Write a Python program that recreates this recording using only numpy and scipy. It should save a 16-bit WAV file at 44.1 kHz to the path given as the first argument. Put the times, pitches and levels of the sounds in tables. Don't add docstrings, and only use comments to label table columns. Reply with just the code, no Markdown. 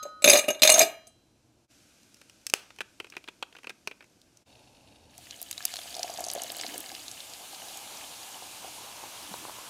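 import sys
import numpy as np
from scipy import signal
from scipy.fft import rfft, irfft, next_fast_len
from scipy.io import wavfile
from scipy.ndimage import uniform_filter1d, map_coordinates

SR = 44100
rng = np.random.default_rng(int(sys.argv[2]) if len(sys.argv) > 2 else 0)


def waveform_to_disk(signal):
    frames = np.transpose(np.atleast_2d(signal))
    scaled = np.clip(frames, -1, 1) * 32767
    samples = np.round(scaled).astype(np.int16)
    wavfile.write(sys.argv[1], SR, samples)


def level_to_linear(level):
    exponent = np.asarray(level, float) / 20
    return 10 ** exponent


N = 427329


def clock_s():
    return np.arange(N) / SR


def unit(x):
    return x / np.sqrt(np.mean(x ** 2) + 1e-20)


def along(points, hz):
    f, v = np.transpose(points)
    return np.interp(np.log(hz + 1), np.log(f + 1), v)


def curves(rows, left=None, right=None):
    s, *cols = np.transpose(rows)
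    return [np.interp(clock_s(), s, c, left, right) for c in cols]


def wobble(rate):
    knots = rng.standard_normal(int(N * rate / SR) + 4)
    return map_coordinates(knots, [np.arange(N) * rate / SR])


def filtered(x, response):
    m = next_fast_len(N + SR)
    return irfft(rfft(x, m) * response(np.fft.rfftfreq(m, 1 / SR)), m)[..., :N]


def resonances(peaks, f, scatter_db=0):
    scatter = scatter_db * rng.standard_normal(len(peaks))
    total = 0
    for k, (centre, width, db) in enumerate(peaks):
        peak = 1j * f * width / (centre * centre - f * f + 1j * f * width)
        total = total + (-1) ** k * level_to_linear(db + scatter[k]) * peak
    return total


def rush(spectrum, patchy_db):
    z = signal.stft(rng.standard_normal(N + SR), nperseg=512)[2]
    patches = uniform_filter1d(uniform_filter1d(rng.standard_normal(z.shape), 6, 0), 10, 1)
    noise = signal.istft(z * level_to_linear(patchy_db * unit(patches)), nperseg=512)[1][:N]
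    colour = [(spectrum[0][0] / 2, -120), *spectrum]
    return unit(filtered(noise, lambda hz: level_to_linear(along(colour, hz))))


def add(out, s, sound):
    part = out[round(s * SR):][:len(sound)]
    part += sound[:len(part)]


def blow(t60, tap_db, rise, response, centres_hz, levels_db, grit_db=0, size=8192):
    t, f = np.arange(size) / SR, np.fft.rfftfreq(size, 1 / SR)
    grit = np.repeat(rng.standard_normal(size // 64), size // (size // 64))
    push = level_to_linear(grit_db * grit - 60 * t / max(t60, .003)) * (1 - np.exp(-t / rise))
    push = push * rng.standard_normal(size)
    push[0] = level_to_linear(tap_db)
    body = rfft(push * (t < t[-1] / 2)) * response(f)
    sound = 0
    for db, region in zip(levels_db, np.eye(len(centres_hz))):
        part = irfft(body * along(list(zip(centres_hz, region)), f))
        sound = sound + level_to_linear(db) * part / np.abs(part).max()
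    return sound * np.cos(np.pi / 2 * t / t[-1]) ** 2


def pings(s, hz, db, cycles, rise, soft, size=600):
    turns = np.arange(size) / SR * np.c_[hz]
    life = turns / np.c_[cycles]
    shape = np.sin(2 * np.pi * turns * (1 + rise * life)) * np.exp(-life) * (1 - np.exp(-turns / soft))
    at = np.round(np.c_[s] * SR).astype(int) + np.arange(size)
    return np.bincount(at.ravel(), (level_to_linear(np.c_[db]) * shape).ravel(), N + SR)[:N]


def chime(modes, t):
    total = 0
    for hz, db, t60 in modes:
        total = total + level_to_linear(db - 60 * t / min(t60, 1.6)) * np.sin(2 * np.pi * (hz * t + rng.random()))
    return total


# centre_s, half_length_s, rise_db
GULP_SWELLS = [(6.72, 0.53, 16), (9.386, 0.26, 19)]


def glug_db(s):
    return sum(db * np.clip(1 - abs(s - at) / half, 0, 1) for at, half, db in GULP_SWELLS)


# pitch_hz, t60_s
ECHO_DECAY = [(200, 0.28), (1500, 0.45), (5000, 0.19), (12000, 0.26)]


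def kitchen(x):
    hz, t, z = signal.stft(rng.standard_normal(SR // 2), SR, nperseg=256)
    tail = signal.istft(z * level_to_linear(-60 * t / along(ECHO_DECAY, hz)[:, None]), SR, nperseg=256)[1]
    return signal.fftconvolve(np.pad(x, (200, 0)), tail / np.linalg.norm(tail))[:N]


# start_s, swell_s, held_until_s, fade_s, level_db
DRONE = (4.6, .5, 6.25, .45, -67.5)


def drone():
    start, swell, until, fade, db = DRONE
    gate = np.interp(clock_s(), [start, start + swell, until, until + fade], [0, 1, 1, 0])
    colour = [(60, -26.0), (68, -3.5), (74, 1.0), (80, 0.0), (92, -28), (120, -120)]  # Hz, dB
    return level_to_linear(db) * gate * rush(colour, patchy_db=1.54)


# centre_s, half_width_s, level_db
DIPS = [(1.679, 0.03, -24), (4.449, 0.022, -22)]
# murmur_db, rumble_db, hiss_at_start_db, hiss_fade_db_per_s
ROOM_LEVELS = [(-68, -72, -71.5, 1), (-67, -74, -62.5, 2.3), (-62, -70, -65, 2.5)]
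# pitch_hz, level_db (per Hz)
RUMBLE_COLOUR = [(12, -40), (20, -13.5), (130, -1.5), (170, -31.5), (290, -120)]
# pitch_hz, level_db (per Hz)
MURMUR_COLOURS = [
    [(59, -33), (100, -15.5), (168, -0.5), (323, 2.5), (402, -5), (585, -5.5), (644, -5.5), (1800, -23),
     (2340, -47.5), (3960, -120)],
    [(59, -32), (100, -1.5), (290, 6), (397, -2), (543, 3), (886, 1.5), (1390, -19), (2000, -31),
     (2600, -50), (4400, -120)],
]
# pitch_hz, level_db (per Hz)
HISS_COLOUR = [(710, -42), (1200, -9), (1580, -2.5), (1800, -10), (2440, -2.5), (3460, -5.5), (5970, -3),
               (12700, -14), (15300, -26.5), (16300, -29)]


def room():
    t, starts = clock_s(), np.array([0, *(dip[0] for dip in DIPS)])
    part = np.searchsorted(starts, t, "right") - 1
    murmur_db, rumble_db, hiss_db, fade_db = np.array(ROOM_LEVELS)[part].T
    rumble_db = rumble_db + .3 * glug_db(t) * (t > 8) + 1.5 * wobble(2.5)
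    rumble = level_to_linear(rumble_db) * rush(RUMBLE_COLOUR, patchy_db=0.5)
    early, late = (rush(colour, patchy_db=.6) for colour in MURMUR_COLOURS)
    murmur = level_to_linear(murmur_db) * np.where(t < DIPS[-1][0], early, late)
    hiss = level_to_linear(hiss_db - fade_db * (t - starts[part])) * rush(HISS_COLOUR, patchy_db=0.4)
    return rumble + murmur + hiss


# pitch_hz, width_hz, level_db
TICKING_ICE = [(1680, 14, -5), (2720, 320, 0.5), (3750, 230, 0), (4400, 200, 0), (5350, 110, -6),
               (9090, 70, -4), (10300, 260, -12), (11500, 130, -22)]
# start_s, end_s, level_db
TICKING_TIME = (4.46, 5.25, -64)


def settling():
    ticks = rng.standard_normal(N) * level_to_linear(6 * wobble(250))
    start, stop, db = TICKING_TIME
    gate = (clock_s() > start) * (clock_s() < stop)
    return level_to_linear(db) * gate * unit(filtered(ticks, lambda f: resonances(TICKING_ICE, f)))


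# start_s, peak_db, bright_db (treble over middle)
CRACKS = [(2.032, -62, 13), (2.144, -58, 18), (2.169, -56, 6), (2.215, -43, -3), (2.297, -47, 4),
          (2.414, -59, 4), (2.467, -32, 15), (2.499, -38, 17), (2.705, -39.5, -13), (2.762, -55, 5),
          (2.787, -34.5, -9), (2.806, -21, -13), (2.814, -31, -6), (3.001, -25.5, -14), (3.045, -33, -16),
          (3.069, -44, -9), (3.101, -52.5, 15), (3.123, -39, -20), (3.137, -42, -29), (3.152, -43, -18),
          (3.167, -25.5, -15), (3.179, -43, -5), (3.241, -41.5, -6), (3.277, -36, -19), (3.285, -28.5, -13),
          (3.426, -23, -11), (3.526, -44.5, -10), (3.551, -39.5, -16), (3.566, -40.5, -12),
          (3.586, -42, -12), (3.633, -44, -6), (3.644, -36, -14), (3.671, -27, -21), (3.695, -29.5, -5.5),
          (3.703, -31.5, -11), (3.874, -19, -10), (3.913, -32, -26), (4.007, -40, -26), (4.025, -45, -17),
          (4.042, -50.5, -3), (4.216, -67.5, 23), (4.372, -70, 28)]
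# start_s, peak_db, bright_db, t60_s
SEAL_BREAK = (2.538, -7, 2.5, .006)
# pitch_hz, width_hz, level_db
NECK = [(420, 220, -1), (1600, 230, -4), (2540, 300, -5), (3400, 500, -3), (5930, 900, -8), (6900, 380, -4),
        (9400, 3100, -9.5)]


def cap():
    crack_s, shorter_db_per_db = 0.022, 0.16
    knock_db, knock_fall_db_per_db = -10, 1.1
    out = np.zeros(N)
    neck = lambda f: resonances(NECK, f, scatter_db=5.5) + level_to_linear(-8)
    cracks = [(*row, crack_s * level_to_linear(-shorter_db_per_db * row[2])) for row in CRACKS]
    for s, db, bright_db, t60 in [*cracks, SEAL_BREAK]:
        low_db = knock_db - knock_fall_db_per_db * max(bright_db, 0)
        levels_db = db + np.array([low_db, 0, bright_db, bright_db - 6])
        add(out, s, blow(t60, 13.3, 0.0002, neck, [600, 2300, 5500, 11000], levels_db, size=4096))
    return out


def puff():
    level_db, t60_s = -45, .45
    since = clock_s() - SEAL_BREAK[0]
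    noise = rush([(500, -17), (1500, -4), (2500, -4), (6000, -6), (12000, -24)], patchy_db=-2.0)
    return (since > 0) * level_to_linear(level_db - 60 * abs(since) / t60_s) * noise


# time_s, pitch_hz, width_hz
AIR_COLUMN = [(0, 572, 45.06), (.5, 603, 39.98), (.62, 610, 45.04), (.85, 666.3, 35.06), (5.2, 705, 69.72),
              (6, 694, 110), (6.9, 716, 219.5), (7.7, 779.5, 200.2), (8.6, 861, 330.1), (9.69, 970, 420)]


def air_column():
    return curves(AIR_COLUMN)


# start_s, eases_from_s, end_s, level_db
TUMBLES = [(.243, .36, .43, -25), (.62, .8, .87, -24)]
# pitch_hz, width_hz, level_db
STEEL_WALL = [(1260, 26, -11), (1600, 150, -15), (2410, 170, -2), (2850, 28, -3), (3650, 130, -4),
              (4160, 97, -4), (4870, 34, -7), (6420, 140, 0), (7470, 66, -6), (7800, 25, -10),
              (7920, 30, -12), (8700, 47, -8), (9030, 46, -10), (9890, 130, -10), (10200, 45, -10),
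              (10900, 67, -12), (11800, 280, -13), (12400, 69, -16), (12800, 56, -17), (13400, 110, -13),
              (14400, 81, -17), (15500, 140, -23)]


def tumbling():
    gate = 0
    for s, ease, end, db in TUMBLES:
        gate = gate + level_to_linear(db) * np.interp(clock_s(), [s, s + .01, ease, end], [0, 1, 1, 0]) ** 2
    grit = gate * level_to_linear(4 * wobble(300) + 2.5 * wobble(40)) * rng.standard_normal(N)
    body = lambda f: resonances([(620, 90, 3), *STEEL_WALL], f, scatter_db=1.5) + level_to_linear(-15)
    return level_to_linear(6) * filtered(grit, body)


# start_s, wall_db, hard_db (upper over lower wall),
# hollow_db (cup air over wall, before fixed offsets)
ICE_KNOCKS = [(.029, -39, 19, -3), (.053, -53, -1.5, 25), (.087, -62.5, 3.5, 4.5), (.222, -32, 10, -4),
              (.243, -6, 1, -10), (.257, -19.5, 8.5, 4.5), (.276, -8, 0.5, -2.5), (.286, -16.5, 13, -2),
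              (.298, -6.5, 9, -8.5), (.314, -17.5, 1, -2), (.33, -10, 4, -3), (.339, -21.5, 12, 9),
              (.354, -15, -1, -1), (.371, -19.5, 17, -2), (.388, -17.5, 4, -8), (.441, -33, -9, 0),
              (.482, -19.5, -2.5, 3), (.504, -22, 5, 2), (.547, -38, -4.5, -9), (.594, -40.5, -4, -26),
              (.62, -10, 9, -10.5), (.633, -6.5, 7, -12), (.649, -13.5, -0.5, -2), (.675, -6.5, 9.5, -13),
              (.692, -9.5, 2, -4.5), (.7, -5.5, 10, -26), (.716, -14, 15, -4.5), (.741, -12, 8, -6.5),
              (.759, -24.5, -3, 5), (.779, -20, 7.5, 4.5), (.793, -9.5, 15, -14.5), (.804, -13, -4, -2),
              (.815, -14, 6, -1), (.836, -36, -6.5, 13), (.869, -48, -1, 5), (1.07, -53.5, 24, 0)]
# pitch_hz, level_db, t60_s
AFTER_RING = [(1254, -12, .6), (1658, -18, .5), (2365, -22, .6), (2859, -1, .42), (3192, -26, .9),
              (3634, -8, .2), (4011, -16, 1.1), (4140, -10, .43), (4215, -12, .3), (4942, -20, .6),
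              (5959, -9, .55), (6347, -10, .36), (6492, -8, .27), (7025, -20, .65), (8694, -15, .25),
              (9146, -8, .15), (10650, -12, .14), (11840, -6, .1)]
# pitch_hz, level_db, t60_s (limited by chime)
EMPTY_CUP = [(1260, 0, 1.2), (1470, -13, 5.0), (1852, -30, 5.0), (3106, -30, 3.6), (3338, -26, 0.25),
             (4027, -12, 0.8), (4861, -31, 0.85), (4953, -19, 0.46), (6347, -21, 0.14), (6648, -28, 0.34)]


def ice():
    chatter_s, shorter_db_per_db = .095, 0.87
    light_db, light_s = -21, .035
    s, db, _, hollow_db = np.transpose(ICE_KNOCKS)
    air_hz, air_width = np.array(air_column())[:, (s * SR).astype(int)]
    pitch = air_hz * (1 + 0.013 * rng.standard_normal(len(s)))
    cycles = air_hz / air_width / np.pi
    out = pings(s, pitch, db + hollow_db + 6.5, cycles, rise=.004, soft=1.5, size=6000)
    t = np.arange(SR) / SR
    cup = lambda f: resonances([(280, 140, -6), (610, 200, -3), *STEEL_WALL], f, scatter_db=6) + level_to_linear(-21)
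    for s, db, hard_db, hollow_db in ICE_KNOCKS:
        t60 = light_s
        if db > light_db or hollow_db > 8:
            t60 = chatter_s * level_to_linear(shorter_db_per_db * min(hollow_db, 0))
        levels_db = db + np.array([hollow_db - 6, -hard_db / 2, hard_db / 2, hard_db / 2 - 5.5])
        add(out, s, blow(t60, 15, .0011, cup, [800, 2200, 6500, 13000], levels_db, grit_db=4.0))
        add(out, s, level_to_linear(levels_db.max() - 33) * chime(AFTER_RING, t) * (1 - np.exp(-t / 0.0035)))
    add(out, 0, level_to_linear(-39.5) * chime(EMPTY_CUP, t) * (t < .5))
    return out


# start_s, peak_db, pitch_hz
SPLASHES = [(5.1796, -30, 7800), (5.2694, -40.5, 2330), (5.3088, -25.5, 4050), (5.4155, -21.5, 12000),
            (5.4275, -22, 12000), (5.5116, -18.5, 6640), (5.528, -27, 3930), (5.5786, -23, 3900),
            (5.6056, -28.5, 1680), (5.6256, -28.5, 4030), (5.6526, -8, 10300), (5.6797, -29, 3780),
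            (5.7388, -20.5, 4090), (5.7577, -25, 4200), (5.7675, -24, 4170), (5.7892, -28, 3500),
            (5.8157, -33, 2880), (5.906, -33, 4730), (5.943, -24.5, 3760), (5.9509, -27, 5130),
            (5.9666, -26, 5164), (5.9933, -26.5, 5140), (6.0305, -16.5, 5230), (6.101, -29, 6240),
            (6.1394, -28, 4730), (6.1746, -28, 5200), (6.1933, -30, 6560), (6.2058, -24, 7600),
            (6.2407, -20, 4720), (6.2484, -26, 6250), (6.2655, -27, 6290), (6.285, -23.5, 6500),
            (6.3006, -17, 5170), (6.3144, -19, 7130), (6.335, -17, 10500), (6.3504, -26, 6740),
            (6.4187, -20.5, 6840), (6.435, -21, 6400), (6.5015, -23.5, 3250), (6.5196, -23.5, 7860),
            (6.567, -25, 7700), (6.5845, -29, 7700), (6.599, -25.5, 3360), (6.6117, -20.5, 5000),
            (6.6353, -26.5, 2170), (6.6647, -23, 4120), (6.6814, -27, 6620), (6.744, -33, 4840),
            (6.7793, -21, 9700), (6.8045, -24, 9760), (6.8922, -32, 4090), (6.9165, -29.5, 4800),
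            (6.9495, -27.5, 3820), (7.0813, -24.5, 4100), (7.1143, -27, 6410), (7.2042, -29.5, 4030),
            (7.3353, -31, 4230), (7.6845, -31, 3660), (7.7718, -28, 7800), (9.3383, -31.5, 4220)]


def splashes():
    note_db, note_scatter_db = -10, 2.5
    wide_bare, wide_covered, covered_s = .95, .35, 5.85
    s, db, hz = np.transpose(SPLASHES)
    notes_db = db + note_db + 4 * np.log2(np.minimum(hz / 4500, 1))
    notes_db = notes_db + note_scatter_db * rng.standard_normal(len(s))
    out = pings(s, hz, notes_db, 13.0, rise=0.0039, soft=0.46)
    for when, level_db, centre in SPLASHES:
        wide = wide_bare if when < covered_s else wide_covered
        peaks = [(centre, wide * centre, 0), (1.7 * centre, 1.4 * wide * centre, -8)]
        tick = lambda f: resonances(peaks, f, scatter_db=3)
        add(out, when, blow(0.013, 1, 0.0001, tick, [centre], [level_db], size=1024))
    return out


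# start_s, level_db (before offsets), pitch_hz
WATER_SLUGS = [(5.186, -44, 690), (5.418, -41.5, 691), (5.581, -46, 680), (5.653, -39.5, 727),
               (5.739, -36.5, 700), (5.787, -35.5, 684), (5.857, -39, 677), (5.966, -34, 705),
               (5.982, -32, 670), (5.995, -28.5, 677), (6.044, -27, 690), (6.097, -27.5, 668),
               (6.123, -40, 683.5), (6.187, -26.5, 703), (6.206, -27, 666), (6.235, -38, 645.5),
               (6.267, -29, 670), (6.283, -32, 734), (6.351, -27.5, 670), (6.361, -26.5, 546),
               (6.377, -27.5, 677), (6.404, -35, 680.4), (6.421, -34, 719), (6.446, -34, 650),
               (6.501, -35, 660), (6.57, -39, 656.5), (6.598, -39, 670), (6.646, -32, 696),
               (6.744, -36.5, 711), (6.755, -37.5, 480), (6.917, -39, 746), (7.531, -37, 773),
               (7.757, -39, 760), (8.423, -37, 746), (8.646, -33.5, 741), (8.678, -37, 715.5),
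               (8.784, -36, 910), (9.038, -33, 829), (9.224, -40.5, 899), (9.341, -31.5, 940),
               (9.452, -35, 1010), (9.484, -39, 844), (9.496, -36, 970), (9.586, -38, 1000)]


def slugs():
    ring_s, ring_fade_db_per_s = 0.03, 1.5
    plop_db, plop_db_per_s, glug_share = 3.5, 3, .4
    s, db, hz = np.transpose(WATER_SLUGS)
    plops_db = db + plop_db + plop_db_per_s * (s - 7) + glug_share * glug_db(s)
    plops = pings(s, hz, plops_db, 0.53, rise=-0.083, soft=0.4, size=900)
    rings_db = db + 3.5 - ring_fade_db_per_s * np.maximum(s - 7, 0)
    cycles = ring_s * hz / np.log(1000)
    return plops + pings(s, hz, rings_db, cycles, rise=0.0097, soft=0.81, size=3000)


# start_s, pitch_hz, level_db, t60_s
DEEP_GULP = (9.31, 192, -29, .05)


def gulp():
    s, hz, db, t60 = DEEP_GULP
    return pings(s, hz, db, t60 * hz / np.log(1000), rise=0.01, soft=0.78, size=3000)


# pitch_hz, level_db (per Hz)
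GURGLE_COLOUR = [(150, -16), (230, -5.5), (300, 2.5), (420, -10), (600, -18.5)]


def gurgle(fizz_db):
    level_db = np.minimum(-63.5, fizz_db - 12) + glug_db(clock_s())
    return level_to_linear(level_db + 1.5 * wobble(19)) * rush(GURGLE_COLOUR, patchy_db=3.0)


# time_s, level_db
AIR_WAKING = [(5.2, -15), (5.75, -12), (6.05, -1), (6.7, -3), (7.1, -11), (7.6, -6.5), (9.69, -5)]


def cup_air(fizz_db):
    air_hz, air_width = air_column()
    clock = np.cumsum(air_width) / SR * 10 * np.pi
    knots = rng.standard_normal((2, int(clock[-1]) + 4))
    knots = signal.lfilter([1], [1, -np.exp(-1 / 10)], knots)
    flutter = map_coordinates(knots[0], [clock]) + 1j * map_coordinates(knots[1], [clock])
    air = unit((flutter * np.exp(2j * np.pi * np.cumsum(air_hz) / SR)).real)
    return level_to_linear(fizz_db + curves(AIR_WAKING)[0] + 1.4 * wobble(30)) * air


# time_s, drops_per_s
DROP_RATE = [(5.1, 150), (6, 400), (6.8, 350), (7.3, 70), (9.69, 40)]


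def small_drops(fizz_db):
    u, start = rng.random((3000, 4)), DROP_RATE[0][0]
    s = start + u[:, 0] * (N / SR - start)
    i = (s * SR).astype(int)
    keep = u[:, 1] < curves(DROP_RATE)[0][i] * (N / SR - start) / len(u)
    drop_db = fizz_db[i] - 0.5 + np.minimum(-4 * np.log(u[:, 2]), 11)
    hz = 2300 * 6.13 ** u[:, 3]
    return pings(s, hz, np.where(keep, drop_db, -150), 3.8, rise=0.023, soft=0.12, size=250)


# pitch_hz, width_hz, level_db
BARE_BODY = [(1680, 120, 2), (2180, 110, -2), (2960, 120, -7), (4050, 360, -3), (4750, 137, -2.5),
             (5397, 220, -3), (6620, 210, -0.5), (8000, 240, 0.5)]
# time_s, level_db (before offsets)
BARE_DRIVE = [(5.1, -13), (5.6, -15), (5.95, -20), (6.6, -11), (7.2, -21)]


def bare_ring(drops, fizz):
    push = (level_to_linear(26.5) * drops + fizz) * level_to_linear(curves(BARE_DRIVE)[0])
    return level_to_linear(3.5) * filtered(push, lambda f: resonances(BARE_BODY, f))


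# time_s, level_db
FOAM_LEVEL = [(5.1, -69.5), (5.23, -54), (5.35, -53), (5.53, -51.5), (5.66, -47), (6.16, -47), (7.12, -47),
              (7.75, -44.5), (9.69, -45.5)]
# pitch_hz, level_db (per Hz)
FOAM_COLOUR = [(650, -11), (1100, -10.5), (1230, -5), (1350, -8), (1690, -7), (1910, -14), (2070, -4.5),
               (2810, 0), (4120, -1), (4930, -4), (6690, -2.5), (9920, -4.5), (11900, -7.5), (15100, -10.5),
               (16300, -27.5)]


def pour():
    fizz_db, = curves(FOAM_LEVEL, left=-120)
    fizz = level_to_linear(fizz_db + 0.55 * wobble(7.9)) * rush(FOAM_COLOUR, patchy_db=1.04)
    drops = small_drops(fizz_db)
    return fizz + drops + bare_ring(drops, fizz) + cup_air(fizz_db) + gurgle(fizz_db)


def scene():
    clatter, cracks = ice() + tumbling(), cap() + puff()
    water = splashes() + slugs() + gulp() + pour()
    echo = kitchen(level_to_linear(-11.5) * clatter + level_to_linear(-21) * cracks)
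    near = clatter + cracks + water + settling() + echo
    near = filtered(near, lambda f: (1j * f / (130 + 1j * f)) ** 2)
    dip_db = sum(db * np.clip(1 - abs(clock_s() - s) / half, 0, 1) for s, half, db in DIPS)
    return ((near + room() + drone()) * level_to_linear(dip_db))[None]


def roll_off(x):
    return signal.sosfilt(signal.butter(12, 16860, fs=SR, output="sos"), x)


def record(dry):
    clipped = dry / (1 + np.abs(dry / .98) ** 8) ** (1 / 8)
    treble = [(12000, -0.5), (15300, -3), (16400, -17.5), (17000, -61.0)]  # Hz, dB
    dull = filtered(clipped, lambda f: level_to_linear(along(treble, f)))
    return roll_off(dull)


dry = scene()
out = record(dry)
waveform_to_disk(out)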